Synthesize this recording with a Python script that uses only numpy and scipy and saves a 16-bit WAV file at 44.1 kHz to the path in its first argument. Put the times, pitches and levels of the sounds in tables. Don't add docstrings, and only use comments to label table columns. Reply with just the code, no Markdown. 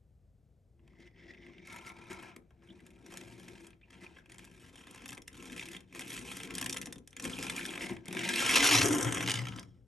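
import sys
import numpy as np
from scipy import signal
from scipy.fft import rfft, irfft
from scipy.io import wavfile
from scipy.ndimage import uniform_filter1d

SR = 44100
rng = np.random.default_rng(int(sys.argv[2]) if len(sys.argv) > 2 else 0)


def to_wav(sig):
    pcm = np.clip(np.atleast_2d(sig), -1, 1) * 32767
    pcm = np.round(pcm).astype(np.int16)
    wavfile.write(sys.argv[1], SR, pcm.T)


N = 435266
TIME, HZ = np.arange(N) / SR, np.fft.rfftfreq(N, 1 / SR)

# f/Hz, relative level per Hz/dB
HUSH = [(15, -29), (28, -20.5), (52, -3), (129, -9), (274, -25), (554, -28), (780, -35.5), (950, -43.5),
        (4100, -52), (12000, -52.5), (15000, -64.5)]
HUSH_DB = -64.5
# f/Hz, t/s
ROOM_T60 = [(100, 0.63), (500, 0.35), (2000, 0.14), (6000, 0.13), (12000, 0.13)]
# t/s, level/dB, hollow lows relative to level and before trim/dB,
#   bright snap relative to level/dB, pitch of the struck spot f/Hz
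TICKS = [(0.793, -77, -1, -18, 2840), (0.8768, -67, -3, -8, 2060), (0.9337, -80, 9, -9.5, 1890),
         (1.0737, -62, -21, -20.5, 2050), (1.2463, -67, -24.5, -26, 1980), (1.336, -59, -25, -22, 1940),
         (1.345, -57.5, -24, -25, 2200), (1.377, -64, -20, -26, 1980), (1.422, -63, -16, -20, 1820),
         (1.4308, -58, -25, -26, 2040), (1.464, -56, -12, -20, 1980), (1.498, -66, -14, -18, 2050),
         (1.581, -57.5, -23, -21, 2180), (1.6714, -55, -11, -2, 2300), (1.7252, -57, -10, 4, 1580),
         (1.761, -51, -3, -4, 2100), (1.848, -57, -15, -24, 2150), (1.9, -54, -3, -14, 2150),
         (1.9876, -65, 7, -22, 2340), (2.1072, -58, -9, -13, 2070), (2.1296, -52, -10.0, 0.5, 1940),
         (2.226, -55.5, 2, -4, 2450), (2.362, -54, -2, -1.5, 2370), (2.5058, -71, 5, -8.0, 2260),
         (2.6214, -74, 8.5, -27, 1830), (2.755, -78, 6, -20, 1700), (2.7655, -76, 2, -18, 2430),
         (2.793, -70, -8.5, -17.0, 2240), (2.803, -65, -3, -5, 1670), (2.8643, -61.5, -7, 1.5, 6800),
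         (2.9043, -63.5, -18, -4, 2480), (2.959, -68, -10, -9.0, 2430), (3.062, -57.5, -6, 1, 5600),
         (3.121, -56.5, 3, -1, 2450), (3.1385, -55, 0, 2.5, 5710), (3.1718, -48.5, -16, 3, 6900),
         (3.2112, -53, -5, -2, 2500), (3.3973, -59, -4, -2, 3190), (3.482, -52.5, -11, -3, 2500),
         (3.5527, -62, -10.5, -15, 2430), (3.6675, -60, -14, 4.5, 3190), (3.7047, -63, -11, -4, 2500),
         (3.73, -62.5, -21, -25, 2520), (3.813, -66.5, -15.5, -30.0, 2300), (3.904, -60, -5, -3, 3170),
         (4.0386, -65, 3, -21.5, 2280), (4.166, -57, -3, -26, 1870), (4.258, -61, -6, -10, 2520),
         (4.2964, -57, -4, -4, 2280), (4.3186, -54.5, -20, -0.5, 9300), (4.3434, -58.5, -3, -1, 2200),
         (4.382, -59, -6, 5.5, 7460), (4.3913, -53.5, -9, -6, 2370), (4.443, -60, -3, -1, 2500),
         (4.449, -66, -13, 9, 4970), (4.756, -55, -5, -2.5, 3270), (4.8365, -56.5, -16, -19, 3280),
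         (4.8697, -56.5, -1.5, -2, 3550), (4.9098, -70.5, -7, 17, 8800), (4.9455, -59.5, 6.5, 4.5, 6750),
         (4.959, -58, 0, 0, 2620), (4.9776, -55, -12, -8, 2560), (5.0192, -55, -6, -5, 2420),
         (5.0574, -47.5, -3, -2, 2480), (5.0792, -67, -8, 17, 5560), (5.09, -46, -11, -0.5, 2690),
         (5.105, -54, -17, 4, 9000), (5.12, -48, -4, -7.0, 2690), (5.1287, -50.5, -3, 2, 2670),
         (5.148, -64, -10, 9, 5530), (5.171, -54.5, -5, -9, 2500), (5.1767, -48.5, -5.5, -7, 2180),
         (5.219, -60.5, -26, 5.5, 5430), (5.275, -61, -12, 0, 3230), (5.2779, -47.5, -17, 0, 5570),
         (5.329, -65, -12, 5, 9280), (5.351, -63, -5, 2, 3250), (5.375, -65, -14, 7, 7000),
         (5.4245, -54.5, 0, 2, 6700), (5.4545, -56, -7, 2, 5300), (5.4776, -59, -8, -1, 3250),
         (5.498, -52, -13, -10, 3600), (5.52, -51.5, -14, -2, 2500), (5.528, -49, -18, -5, 3250),
         (5.563, -49, -13, -1, 2330), (5.578, -45, -23, -6, 2380), (5.594, -39, -26, -11, 2330),
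         (5.6108, -46.5, -26, -18.0, 2290), (5.6248, -46, -23.5, -11, 2350), (5.655, -51.5, -16, 0, 2400),
         (5.677, -55, -14, -9, 2400), (5.6858, -47.5, -21, -4, 2690), (5.7151, -55, -8, 5, 6240),
         (5.7306, -52.5, -3, -0.5, 3210), (5.7456, -48, -12, -17, 3280), (5.7646, -45.5, -13, -7, 3300),
         (5.8051, -60.5, -7.0, 0, 6800), (5.9088, -82, -14, -19.5, 2500), (5.9257, -54.5, -8, -8, 2350),
         (5.948, -50, -4, -2, 2000), (5.9573, -50, -2, -2, 2500), (5.993, -43.5, -9, 0, 3240),
         (6.008, -51.5, 0, 6, 8050), (6.018, -45.5, -10.5, -6, 3240), (6.079, -52, -15, 1, 2500),
         (6.102, -46, -12, 1, 5900), (6.118, -43, -25, -15, 3270), (6.138, -48.5, -17, 1, 3250),
         (6.146, -49, -14, -1, 2500), (6.165, -51, -16.0, 5, 3500), (6.1762, -43.5, -15, -7, 2370),
         (6.1907, -56, -10, 7.5, 7000), (6.212, -54, -17, -5, 2540), (6.2596, -62, -12, 3, 5710),
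         (6.3142, -42.5, -8, -4.5, 3220), (6.348, -55, -8, -6, 2500), (6.368, -46.5, -6, 3, 2000),
         (6.401, -45.5, -5.5, -13, 3250), (6.4325, -47.5, -5, 2.5, 5700), (6.4734, -51, -14, -5, 2280),
         (6.506, -43.5, -7.5, -6.5, 2600), (6.539, -50, -14, 1, 3270), (6.5514, -48.5, -15, 10, 7750),
         (6.572, -52, -10, -2, 5600), (6.5814, -41, -15, 4.5, 9500), (6.597, -50, -12, 0, 5600),
         (6.6122, -43, -2.5, 6.5, 5600), (6.6255, -39, -4.5, -4, 2580), (6.642, -48, -12, 6, 9000),
         (6.6604, -37.5, -6.5, 1, 3120), (6.673, -56, -4.5, -3, 9400), (6.695, -40.5, -23, 4, 5550),
         (6.707, -53, -10, 8, 9100), (6.7263, -43.5, -10.0, 7.5, 5360), (6.743, -46.5, -2, 2, 7950),
         (6.763, -42, -7, -8, 2600), (6.769, -40, -13, 1.5, 7000), (6.781, -50, -15, 3, 9300),
         (6.8145, -44.5, -17, 4, 6000), (6.8263, -48, -12, -5, 2670), (6.8573, -50, -18, 6, 5840),
         (6.8693, -49.5, -3, -1, 2110), (6.9247, -49, -5.5, 5.0, 5600), (6.9573, -58.5, -3, 1, 3620),
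         (6.9815, -63, -6, 5, 5900), (7.0746, -59.5, -8, 7, 5600), (7.1066, -82, -9, 19.5, 5860),
         (7.1287, -57, -8, -6, 2580), (7.1654, -46.5, -10, 0.5, 6830), (7.197, -45, -7, 2, 5740),
         (7.2233, -64, -3, 17.5, 7150), (7.241, -44, -10, 2, 3250), (7.2512, -39.5, -2.5, 0, 2720),
         (7.2966, -47, -10, -1, 3210), (7.387, -42.5, -5, -3, 2620), (7.4263, -42, -9, 1.5, 7900),
         (7.4428, -44.5, -9, -4, 2150), (7.4663, -41.5, -8, -7, 2580), (7.4969, -34.5, -9.5, -3.0, 3470),
         (7.5632, -41.5, -26, 1, 2370), (7.61, -41.5, -25, -22, 2350), (7.63, -47, -21, -5, 2400),
         (7.652, -39, -23, -6, 3210), (7.661, -57.5, -14, 16, 5750), (7.706, -45, -18, -3, 2150),
         (7.717, -47, -8, -17, 2300), (7.736, -42.5, -7, -16, 2330), (7.756, -45, -8, -8, 2390),
         (7.7757, -42, -2.5, -21, 2440), (7.8073, -39.5, -9.5, -18, 1880), (7.822, -42, -11, -5, 2380),
         (7.839, -41.5, -9, -18, 2090), (7.866, -46, -8, -21, 2560), (7.8946, -43.5, -2, -20, 2400),
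         (7.91, -55, -9, -14, 2000), (7.9219, -51.5, -6, -20.5, 2020), (7.934, -60, -8, 0, 1870),
         (7.9653, -51.5, -1.5, -11, 2480), (8.0562, -55, -4, 1.5, 2160), (8.0673, -55, -12, -24, 2200),
         (8.081, -45.5, -9, 0, 2080), (8.1082, -46.5, -9.5, -11, 2490), (8.127, -44.5, -4, 2.5, 9050),
         (8.148, -45.5, 1, -3, 2500), (8.1682, -38.5, -6, -11, 1900), (8.1905, -37, -27, -5, 2450),
         (8.2326, -39, -10, -13, 2040), (8.2498, -38.5, -22.5, -6, 2000), (8.277, -36.5, -16, -10, 2430),
         (8.2892, -33, -19, -0.5, 3820), (8.337, -32, -21.5, -9, 3810), (8.3582, -33, -26, -3, 2360),
         (8.38, -36, -25, -18, 2430), (8.463, -34.5, -7.5, 1, 2070), (8.4922, -27.5, -14, -4, 2180),
         (8.51, -29, -14, -3, 2170), (8.5629, -30, -15.0, 1.5, 4860), (8.643, -29.5, -6, 0, 5800),
         (8.67, -32.5, -14, 5, 5640), (8.71, -26.5, -12, -6, 2400), (8.7244, -26, -16, -8, 5660),
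         (8.7404, -36, -12, -9, 2560), (8.7974, -33.5, -16, -5, 2090), (8.815, -31.5, -2, -9, 2630),
         (8.8302, -34.5, -10, 2, 5560), (8.857, -40.5, -8.5, 12.5, 5600), (8.8835, -41.5, -13, 9, 8980),
         (8.929, -40.5, -11.5, 9, 7000), (8.9483, -50.5, 13.5, 15, 8890), (8.9824, -43, -10.5, 8, 8400),
         (9.009, -49, 8, 14, 5870), (9.0273, -50.5, 4, 19, 8750), (9.046, -42.5, 4.5, 5, 5650),
         (9.068, -42, -2, -19, 3170), (9.079, -42, 1, -19, 3210), (9.1228, -37.5, -4, 2, 7740),
         (9.146, -44.5, 1, 8.5, 6600), (9.1704, -36.5, -6, -12, 2050), (9.2063, -35, -4, -10, 1340),
         (9.2259, -38.5, -15, -2, 2360), (9.261, -37.5, -10, -4, 1380), (9.275, -32, -11, -5, 3080),
         (9.2847, -31.5, -8, -7, 3060), (9.296, -31.5, -14, -1, 2990), (9.3052, -33, -11.5, -0.5, 3060),
         (9.315, -33.5, -23, 2, 2970), (9.339, -35.5, -7, 0.5, 2970), (9.3545, -38, -15, 0, 3010),
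         (9.3731, -40, -14, -10, 3010), (9.3896, -37, -24, -8, 1970), (9.4166, -51, -1, 1, 3210),
         (9.4528, -45, -11, -8, 1790), (9.469, -40.5, -6.0, -10, 3120), (9.484, -41.5, -12, -7, 3190),
         (9.522, -50, -7, -23, 2020), (9.534, -55.5, 4, -15, 3250), (9.5605, -60, 2, 9.5, 5870),
         (9.576, -54.5, -13, -3, 2090), (9.585, -44, -5, -14, 3230), (9.5943, -58.5, -4.0, 11.5, 5200),
         (9.629, -57, -3, -2, 2500)]
HOLLOW_KNOCK_TRIM_DB = -1
PING_HELD, PING_FREE = 0.04, 0.45
# f/Hz, relative level before random changes/dB
AXLE_MODES = [(5650, -12), (5900, 7), (6400, 5.5), (6920, -8.5), (7700, -3.5), (8450, -5), (9100, 4.5),
              (11400, -6.5)]

# f/Hz, relative level/dB
SHELL = [(200, -51), (450, 0.5), (620, -7.5), (900, -4), (1190, -6), (1450, -8.5), (1650, 4), (2500, 2),
         (3500, -2), (4400, -7.5), (6000, -8.5), (9000, 1), (11500, -1), (13000, -40)]
# f/Hz, width/Hz, boost/dB
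SHELL_MODES = [(689, 21, 4), (815, 93, 2), (1052, 69, 6.5), (1316, 72, 9.5), (1606, 9.2, 5.5),
               (2050, 58, 6.5), (2220, 230, 2.5), (2623, 330, 6), (2770, 90, -1), (3220, 176, 10),
               (3568, 75, 9), (4120, 130, -1), (5020, 390, 3.5), (5670, 800, 7.5), (6805, 260, 6.5),
               (8900, 250, -4.5)]
# f/Hz, change to the shell's colour/dB
FAR_TINT = [(450, -5), (690, 4.5), (820, -5.5), (925, 4.5), (1050, -9), (1160, -6.5), (1340, -4),
            (1600, 1.5), (3500, -3), (4300, 1), (6000, -3)]
NEAR_TINT = [(620, 0.5), (780, 2), (920, 3), (1070, 7), (1190, 0.5), (1340, 6), (2000, -2), (2500, 1),
             (4100, 1), (6000, 1.5)]
CLOSE_TINT = [(560, -3), (800, -2), (910, -3.5), (1150, 4), (1700, -1.5), (2500, 1), (3600, 0.5),
              (4150, 8.5), (5000, 3), (5700, 7), (7800, -5), (9500, -2)]
PAPER_TINT = [(560, 8), (800, -0.5), (1340, 8), (2200, 4), (2500, -0.5), (3000, 4.5), (4000, -6),
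              (4900, -2.5), (6000, 5.5), (11500, 2)]
BEYOND_TINT = [(560, 0), (750, -3.5), (1050, -1), (1330, 5.5), (1700, -2.5), (2200, 1.5), (2650, -5),
               (2980, 4.5), (3250, -4.5), (3950, 4), (4400, 0), (4800, 7.5), (5600, -2), (6100, 3.5),
               (6400, 4.5), (6800, -1), (9500, -4.5)]

# t/s, level before table trim/dB
THUMPS = [(0.795, -72), (0.99, -56), (2.10, -46.5), (2.362, -55), (2.696, -55.5), (3.035, -54),
          (3.215, -52), (4.02, -56), (5.09, -52), (5.175, -55), (6.439, -46.5), (6.51, -62), (6.87, -50),
          (6.96, -49), (7.245, -40.5), (7.385, -39), (7.905, -40), (8.084, -42)]
THUMP_RISE_S, THUMP_FALL_DB_PER_S = 0.0026, 228.5
# f/Hz, width to either side/Hz, relative level/dB
TABLE_DEEP = [(84, 10, -12), (118, 8, 4), (131, 18, -8)]
TABLE_SECOND = [(182, 19, 3), (207, 22, -7.5)]
TABLE_FAR = [(246, 26, -5), (283, 67, -10.5), (338.1, 13.7, 3), (370, 25.4, -4), (450, 305, -19.5)]
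TABLE_NEAR = [(57, 16, -6.5), (243, 22, -7.5), (257, 22, 5), (285, 14, 3), (345.4, 16, 0.5), (387, 25, -5),
              (463.4, 14, -3), (508, 16, -7)]
TABLE_CLOSE = [(256.6, 8, -7.5), (285, 9.6, 0.5), (304.7, 9.3, -4), (334, 8.5, -8.5), (383, 34, -12.5),
               (465.6, 4.5, -14), (694, 12, -18)]
# t/s, place (0 far, 1 near, 2 close by; held to 0-2),
#   second table modes relative to the table/dB
PLACES = [(1.5, 0.029, -5.5), (4.4, 0.19, -3), (5.2, 1.48, -5), (5.7, 0.26, -5), (6.5, 1.21, -6),
          (7.5, 1.04, -7.5), (7.9, 0, -6.5), (8.3, 0, -4), (8.55, 1.55, -12), (8.75, 2.03, -27),
          (9.2, 1.94, -10), (9.35, 1.72, -4), (9.8, 1, 2)]

# start t/s, stop t/s, whirr before trim/dB, swell over the stroke/dB, level swings per s,
#   hollow lows and grit relative to the whirr/dB, table before trim/dB, deepest modes relative to the table/dB
STROKES = [(0.83, 1.07, -71.5, 22, 6, -11, -13.5, -68, -26),
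           (1.183, 1.632, -59.5, 0.5, 4.5, -13.5, -18, -61.5, -22),
           (1.672, 1.915, -54.5, -5.5, 3.6, -6.5, -5, -59.5, -9),
           (1.961, 2.285, -57, 6.5, 5.6, -2, -7, -59, -10),
           (2.643, 3.04, -70, -1, 2.6, 0.5, -4.5, -63.5, -15),
           (3.073, 3.66, -59.5, 0.5, 3.2, -4, -2.5, -58.5, -8.5),
           (3.92, 4.198, -62.5, -4.5, 9, -3.5, -7, -65.5, -8),
           (4.318, 4.845, -62, 2, 11, -6, -3.5, -64.5, -8), (4.868, 5.14, -60.5, -3, 7, -6, -7, -60.5, -9),
           (5.362, 5.758, -55, 5, 1.9, -7.5, -4, -55.5, -12),
           (5.973, 6.446, -52.5, 0, 6.9, -9.5, -1.5, -53.5, -8.5),
           (6.512, 6.89, -57.5, -12, 2.3, -4.5, -5.5, -50, -7.5),
           (7.242, 7.916, -48.5, 1, 5.44, -7, -2.5, -48.5, -12)]
ATTACK_DB_PER_S, STOP_DB_PER_S = 231, 244
TABLE_ATTACK_DB_PER_S, TABLE_STOP_DB_PER_S = 183, 141
WOBBLE_DB = 1.3
TABLE_FOLLOWS = 0.22
GRIT_FADES, GRIT_FADE_MOST_DB = 0.52, 6
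# t/s, change/dB
SURGES = [(1.0, 7), (1.3, 8), (1.46, 1.5), (1.881, 9.5), (2.121, 12), (3.16, 0.5), (4.03, 7), (4.17, 3),
          (5.11, -6), (5.605, 6), (6.0, 0.5), (6.119, 5), (6.3, 3.5), (7.585, 5), (7.83, 5.5), (8.475, -2),
          (8.563, 6.5), (8.647, 5.5), (8.732, 3.5), (8.819, -2)]
SURGE_S, SURGE_GRIT = 0.025, 0.41
RESTING_WHIRR_DB, RESTING_TABLE_DB = -84, -78.5
DEEP_FALL_DB_PER_S = 102
BUMP_SPEED_LAW, BUMP_USUAL_DB = 0.33, -50
# t/s, share of the whirr's energy (held to 0-1), f/Hz before drift
SCUFF = [(.9, 0.73, 2060), (1.3, 0.87, 2056), (1.7, 0.7, 2270), (4.3, 0, 2500), (7.6, 0.3, 2470),
         (7.85, 0.5, 2060), (8.66, 0.09, 2690), (8.85, 0.17, 3200)]
WHEELS_TRIM_DB, TABLE_TRIM_DB = -4, 0.85

# t/s, peak before trim/dB, f/Hz before waver, time to swell/s
SLIPS = [(1.496, -56, 1090, 0.0022), (2.687, -51, 3120, .004), (2.701, -50, 3200, 0.0044),
         (2.792, -56, 2000, .004), (3.829, -52, 2490, 0.0055), (4.064, -37.5, 2400, .002),
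         (4.186, -43.5, 1730, .0017), (5.402, -43, 2620, .0017), (7.332, -30, 3220, 0.0021),
         (7.3814, -30, 2540, .0012), (7.482, -32, 2620, .0017), (7.5802, -25, 2380, 0.0013),
         (7.5937, -29, 1730, 0.0018), (7.6904, -30, 3320, .0017), (8.338, -26, 4000, .0015),
         (8.357, -27, 5100, .0015), (8.382, -23, 2800, .0015)]
SLIP_TRIM_DB = -5
# f/Hz, width to either side/Hz, level relative to the untrimmed whirr/dB
GROAN_MODES = [(938, 34, -17), (1044, 46, -15.5), (1330, 49, -10), (2150, 97, -12)]
GROAN_FROM_S, GROAN_TO_S = 1.68, 2.37

# t/s, whirr before trim/dB, hollow lows and grit relative to the whirr/dB,
#   table before trim/dB, deepest modes relative to the table/dB
LAUNCH = [(8.03, -70, -2, -12, -62, -10), (8.17, -40, -6.5, -5.5, -44.5, -13),
          (8.4, -31.5, -11.5, -3, -45.5, -10.5), (8.58, -29, -8.5, -5, -37.5, -15.5),
          (8.829, -28, -4, 2, -32.5, -2), (8.849, -41, -0.5, 5, -26.5, -15),
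          (9.02, -46.5, 1.5, 0.5, -36.5, -1), (9.2, -41, -5.5, -4, -40.5, -2),
          (9.25, -46.5, -2, -3, -40, -6), (9.37, -41.5, -8, -5, -51, 7.5), (9.44, -53.5, -2, -3, -54, 12),
          (9.601, -61.5, 3, -3, -54.5, 6), (9.67, -77, -3, -2, -67, -4), (9.78, -83, 3, -5.5, -70, 9.5)]
LET_GO_S, OFF_PAPER_S = 8.84, 9.24
# f/Hz, width to either side/Hz, level relative to the untrimmed whirr/dB
FREE_MODES = [(3170, 135, -19.5), (5630, 220, -26.5)]
FREE_FALL_DB_PER_S = 150
# f/Hz, width to either side/Hz, starting level/dB
SETTLE_MODES = [(3270, 45, -73), (5480, 110, -71.5)]
SETTLE_S, SETTLE_FALL_DB_PER_S = 9.595, 125

# f/Hz, left minus right/dB
LEFT_DB = [(60, 2), (140, 4), (310, 2.5), (700, 5.5), (1100, 4), (1580, 5.5), (2300, -1), (12000, 1)]
# f/Hz, left ahead of right/rad
LEFT_LEAD = [(0, 0), (1380, 0.4), (1640, -0.9), (2070, -0.1), (2840, 0.6), (4910, 0.5), (6630, -0.0),
             (7490, 0.1), (8010, 0.5), (8790, -0.2), (9300, -1.7), (10700, -3.8), (11700, -6.1),
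             (12300, -6.4)]
EDGE_HZ = 12450


def amp(db):
    return 10 ** (np.asarray(db) / 20)


def unit(x):
    return x / np.sqrt(np.mean(x ** 2) + 1e-20)


def read(points, hz):
    f, value = np.transpose(points)
    return np.interp(np.log(hz + 1), np.log(f + 1), value)


def curves(rows):
    s, *columns = np.transpose(rows)
    return [np.interp(TIME, s, column) for column in columns]


def wander(rate_hz):
    smoothing = np.sqrt(1 + (HZ / rate_hz) ** 4)
    return unit(irfft(rfft(rng.standard_normal(N)) / smoothing, N))


def split(x, hz):
    low = irfft(rfft(x) / (1 + (HZ / hz) ** 8), N)
    return low, x - low


def add(mix, s, sound):
    part = mix[round(s * SR):][:len(sound)]
    part += sound[:len(part)]


def together(*gains):
    return 10 * np.log10(sum(gain ** 2 for gain in gains) + 1e-14)


def place_shares(count=3):
    place = np.clip(curves(PLACES)[0], 0, 2)
    return [np.maximum(1 - abs(place - k), 0) for k in range(count)]


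def hush(apart_db=-13):
    noise = rng.standard_normal(N) + amp(apart_db) * rng.standard_normal((2, N))
    return amp(HUSH_DB) * unit(irfft(rfft(noise) * amp(read(HUSH, HZ)), N))


def shell(x):
    size = 4096
    hz = np.fft.rfftfreq(size, 1 / SR)
    db = read(SHELL, hz)
    db = db + sum(boost / (1 + (2 * (hz - f) / width) ** 2) for f, width, boost in SHELL_MODES)
    log_gain = np.log(amp(np.r_[db, db[-2:0:-1]]))
    ring = np.fft.ifft(np.exp(np.conj(signal.hilbert(log_gain)))).real[:size // 2]
    return signal.oaconvolve(x, ring / np.linalg.norm(ring))[:N]


def rattle(t60, colour_db, rise_s=0.00028, bounce_db=-5):
    t = TIME[:SR // 20]
    fall = (1 - np.exp(-t / rise_s)) * amp(-60 * t / t60)
    bounce = amp(bounce_db) * np.interp(t - rng.uniform(0.0005, 0.0065), t, fall, left=0)
    hz = np.fft.rfftfreq(len(t), 1 / SR)
    colour = np.interp(hz, np.linspace(0, SR / 2, 48), rng.standard_normal(48))
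    noise = irfft(rfft(rng.standard_normal(len(t))) * amp(colour_db * colour), len(t))
    burst = noise * np.hypot(fall, bounce)
    return burst / np.linalg.norm(burst)


def spot(x, hz, width, boost_db):
    return x + amp(boost_db) * signal.lfilter(*signal.iirpeak(hz, hz / width, SR), x)


def ping(t60=0.025):
    t = TIME[:SR // 20]
    hz, db = np.transpose(AXLE_MODES)[:, :, None]
    strength, detune, phase = rng.standard_normal((3, len(hz), 1))
    turns = hz * (1 + 0.03 * detune) * t + phase
    ring = (amp(db + 4 * strength) * np.sin(2 * np.pi * turns)).sum(0)
    ring *= (1 - np.exp(-t / 0.0008)) * amp(-60 * t / t60)
    return ring / np.linalg.norm(ring)


def axles():
    out = np.zeros(N)
    length = np.sqrt(SR * 0.008)
    edges = (400, 1500), (1400, 3900), (4100, 12600)
    bands = [signal.butter(3, edge, "band", fs=SR, output="sos") for edge in edges]
    for s, db, low_db, bright_db, hz in TICKS:
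        loose = PING_FREE if LET_GO_S < s < OFF_PAPER_S else PING_HELD
        snap = shell(rattle(t60=0.017, colour_db=1.5, rise_s=0.00063, bounce_db=-7.5))
        snap = spot(snap, hz, width=260, boost_db=3)
        knock = shell(rattle(t60=0.022, colour_db=-0.5, rise_s=0.00029))
        parts = [signal.sosfilt(band, x) for band, x in zip(bands, (knock, snap, snap))]
        low, middle, keen = [x / np.linalg.norm(x) for x in parts]
        size, bright = length * amp(db), amp(bright_db)
        low_gain = amp(low_db + HOLLOW_KNOCK_TRIM_DB)
        add(out, s, size * (low_gain * low + middle + bright * np.sqrt(1 - loose) * keen))
        add(out, s, size * bright * np.sqrt(loose) * ping())
    return out


def thumps(t):
    ages = [(np.maximum(t - s, 0), db) for s, db in THUMPS]
    return sum(np.minimum(age / THUMP_RISE_S, 1) * amp(db - THUMP_FALL_DB_PER_S * age) for age, db in ages)


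def drum(modes):
    jolts = rng.standard_normal(N) * amp(2.0 * wander(60))
    power = sum(amp(db) ** 2 / (1 + ((HZ - f) / width) ** 2) ** 2 for f, width, db in modes)
    return unit(irfft(rfft(jolts) * np.sqrt(power), N))


def table(level_db, deep_db):
    second_db = curves(PLACES)[1]
    groups = TABLE_FAR, TABLE_NEAR, TABLE_CLOSE
    upper = sum(np.sqrt(share) * drum(modes) for share, modes in zip(place_shares(), groups))
    second = amp(second_db) * drum(TABLE_SECOND)
    return amp(level_db) * (upper + second) + amp(deep_db) * drum(TABLE_DEEP)


def motion():
    t = TIME[::32]
    s, *columns = np.transpose(LAUNCH)
    whirr, hollow, grit, wood, deep = [np.interp(t, s, column) for column in columns]
    early, late = np.maximum(s[0] - t, 0), np.maximum(t - s[-1], 0)
    whirr = whirr - ATTACK_DB_PER_S * early - STOP_DB_PER_S * late
    wood = wood - TABLE_ATTACK_DB_PER_S * early - TABLE_STOP_DB_PER_S * late
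    wheel, top = np.array([whirr, hollow, grit]), np.array([wood, deep])
    for start, stop, db, swell_db, swings_per_s, hollow_db, grit_db, table_db, deep_db in STROKES:
        early, late = np.maximum(start - t, 0), np.maximum(t - stop, 0)
        swell = swell_db * np.interp(t, [start, stop], [-0.5, 0.5])
        swell = swell + WOBBLE_DB * np.sin(2 * np.pi * swings_per_s * (t - start))
        fading = ATTACK_DB_PER_S * early + STOP_DB_PER_S * late
        whirr = db + swell - fading
        grit = grit_db - np.minimum(GRIT_FADES * fading, GRIT_FADE_MOST_DB)
        wood_fading = TABLE_ATTACK_DB_PER_S * early + TABLE_STOP_DB_PER_S * late
        wood = table_db + TABLE_FOLLOWS * swell - wood_fading
        wheel = np.where(whirr > wheel[0], np.broadcast_arrays(whirr, hollow_db, grit), wheel)
        top = np.where(wood > top[0], np.broadcast_arrays(wood, deep_db), top)
    surge = sum(db * np.exp(-((t - s) / SURGE_S) ** 2) for s, db in SURGES)
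    held = (t > STROKES[0][0]) & (t < LET_GO_S)
    whirr = together(amp(wheel[0] + surge), held * amp(RESTING_WHIRR_DB))
    wood = together(amp(top[0] + TABLE_FOLLOWS * surge), held * amp(RESTING_TABLE_DB), thumps(t))
    fall = DEEP_FALL_DB_PER_S * t
    deep = np.maximum.accumulate(wood + top[1] + fall) - fall
    levels = whirr, wheel[1], wheel[2] + SURGE_GRIT * surge, wood, deep
    return [np.interp(TIME, t, uniform_filter1d(level, size=8)) for level in levels]


def shifting(x, depth_db=2.0):
    z = signal.stft(x, nperseg=512, noverlap=384)[2]
    patches = uniform_filter1d(rng.standard_normal(z.shape), size=3, axis=0)
    patches = uniform_filter1d(patches, size=14, axis=1)
    return unit(signal.istft(z * amp(depth_db * unit(patches)), nperseg=512, noverlap=384)[1][:N])


def wheels(level_db, hollow_db, grit_db, bumps_per_s=330, kinds=24):
    crowding = np.clip(amp(BUMP_SPEED_LAW * (level_db - BUMP_USUAL_DB)), 1, 8)
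    sizes = amp(3.0 * np.minimum(rng.exponential(1, N), 3))
    bumps = sizes * (rng.random(N) < crowding * bumps_per_s / SR) / np.sqrt(crowding)
    knocks = [rattle(t60=0.023, colour_db=4.0, rise_s=0.0014, bounce_db=-11.0) for _ in range(kinds)]
    kind, chatter = rng.integers(0, kinds, N), np.zeros(N)
    for at in np.flatnonzero(bumps):
        add(chatter, at / SR, bumps[at] * knocks[kind[at]])
    contact = unit(chatter) + amp(-12) * rng.standard_normal(N)
    hollow, rest = split(shifting(shell(contact)), hz=1630)
    whirr, grit = split(rest, hz=3840)
    share, scuff_hz = curves(SCUFF)
    share = np.clip(share, 0, 1)
    whirr = np.sqrt(1 - share) * unit(whirr) + np.sqrt(share) * scuff(scuff_hz)
    coarse, fine = split(grit, hz=6650)
    sharpness = amp(np.clip(grit_db + 4.5, -12, 4))
    grit = (unit(coarse) + sharpness * unit(fine)) / np.hypot(1, sharpness)
    return amp(level_db) * (whirr + amp(hollow_db) * unit(hollow) + amp(grit_db) * grit)


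def resonate(x, hz, width):
    turn, r = np.exp(2j * np.pi * np.cumsum(hz) / SR), np.exp(-np.pi * width / SR)
    return (turn * signal.lfilter([(1 - r) ** 2], [1, -2 * r, r * r], x / turn)).real


def scuff(pitch_hz):
    drag = rng.standard_normal(N) * amp(3.2 * wander(70))
    upper = amp(-12) * resonate(drag, 1.65 * pitch_hz, width=340)
    rasp = amp(-20) * resonate(drag, 2.52 * pitch_hz, width=1300)
    return unit(resonate(drag, pitch_hz * (1 + 0.027 * wander(18)), width=305) + upper + rasp)


def tinted(x):
    free, beyond = [uniform_filter1d(1. * (TIME > s), size=SR // 100) for s in (LET_GO_S, OFF_PAPER_S)]
    shares = [(1 - free) * share for share in place_shares()] + [free - beyond, beyond]
    tints = FAR_TINT, NEAR_TINT, CLOSE_TINT, PAPER_TINT, BEYOND_TINT
    spectrum = rfft(x)
    return sum(share * irfft(spectrum * amp(read(tint, HZ)), N) for share, tint in zip(shares, tints))


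def slips(waver=0.065):
    t, out = TIME[:SR // 20], np.zeros(N)
    for s, db, hz, swell_s in SLIPS:
        unsteady = unit(uniform_filter1d(rng.standard_normal(len(t)), SR // 500))
        pitch = hz * (1 + waver * unsteady)
        swell = t / swell_s * np.exp(1 - t / swell_s)
        add(out, s, amp(db + SLIP_TRIM_DB) * swell * np.sin(2 * np.pi * np.cumsum(pitch) / SR))
    return out


def groaning(whirr_db):
    pressed = uniform_filter1d(1. * (TIME > GROAN_FROM_S) * (TIME < GROAN_TO_S), size=SR // 30)
    ring = sum(amp(db) * drum([(hz, width, 0)]) for hz, width, db in GROAN_MODES)
    return pressed * amp(whirr_db + 3.0 * wander(11)) * ring


def coasting(whirr_db):
    ring = sum(amp(db) * drum([(hz, width, 0)]) * unit(amp(4.6 * wander(25))) for hz, width, db in FREE_MODES)
    fall = FREE_FALL_DB_PER_S * TIME
    level_db = np.maximum.accumulate(whirr_db + fall) - fall
    fade_in = np.clip((TIME - LET_GO_S) / 0.041, 0, 1)
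    return fade_in * amp(level_db) * ring


def settling():
    age = np.maximum(TIME - SETTLE_S, 0)
    ring = sum(amp(db) * drum([(hz, width, 0)]) for hz, width, db in SETTLE_MODES)
    return (age > 0) * amp(-SETTLE_FALL_DB_PER_S * age) * ring


def room(x):
    hz, t, z = signal.stft(rng.standard_normal((2, SR // 2)), SR, nperseg=256)
    tail = signal.istft(z * amp(-60 * t / read(ROOM_T60, hz)[:, None]), SR, nperseg=256)[1]
    tail[:, :SR // 250] = 0
    return signal.fftconvolve(x[None], tail / np.linalg.norm(tail[0]), axes=1)[:, :N]


def scene():
    whirr_db, hollow_db, grit_db, table_db, deep_db = motion()
    knocks, beyond = axles(), TIME > OFF_PAPER_S
    rolling = amp(WHEELS_TRIM_DB) * wheels(whirr_db, hollow_db, grit_db)
    truck = tinted(rolling + beyond * knocks) + ~beyond * knocks
    truck = truck + slips() + groaning(whirr_db) + coasting(whirr_db) + settling()
    wood = amp(TABLE_TRIM_DB) * table(table_db, deep_db)
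    hollow, crisp = split(truck, hz=1840)
    spread = amp(-5.5) * hollow + amp(-12.5) * crisp
    boom = amp(-17) * wood
    return truck + wood + room(spread + boom) + hush()


def record(dry):
    half = amp(read(LEFT_DB, HZ) / 2) * np.exp(0.5j * read(LEFT_LEAD, HZ))
    pair = irfft(rfft(dry) * np.array([half, 1 / half]), N)
    treble_cut = signal.firwin(255, EDGE_HZ, window=("kaiser", 9), fs=SR)
    return signal.oaconvolve(pair, treble_cut[None], "same")


dry = scene()
out = record(dry)
to_wav(out)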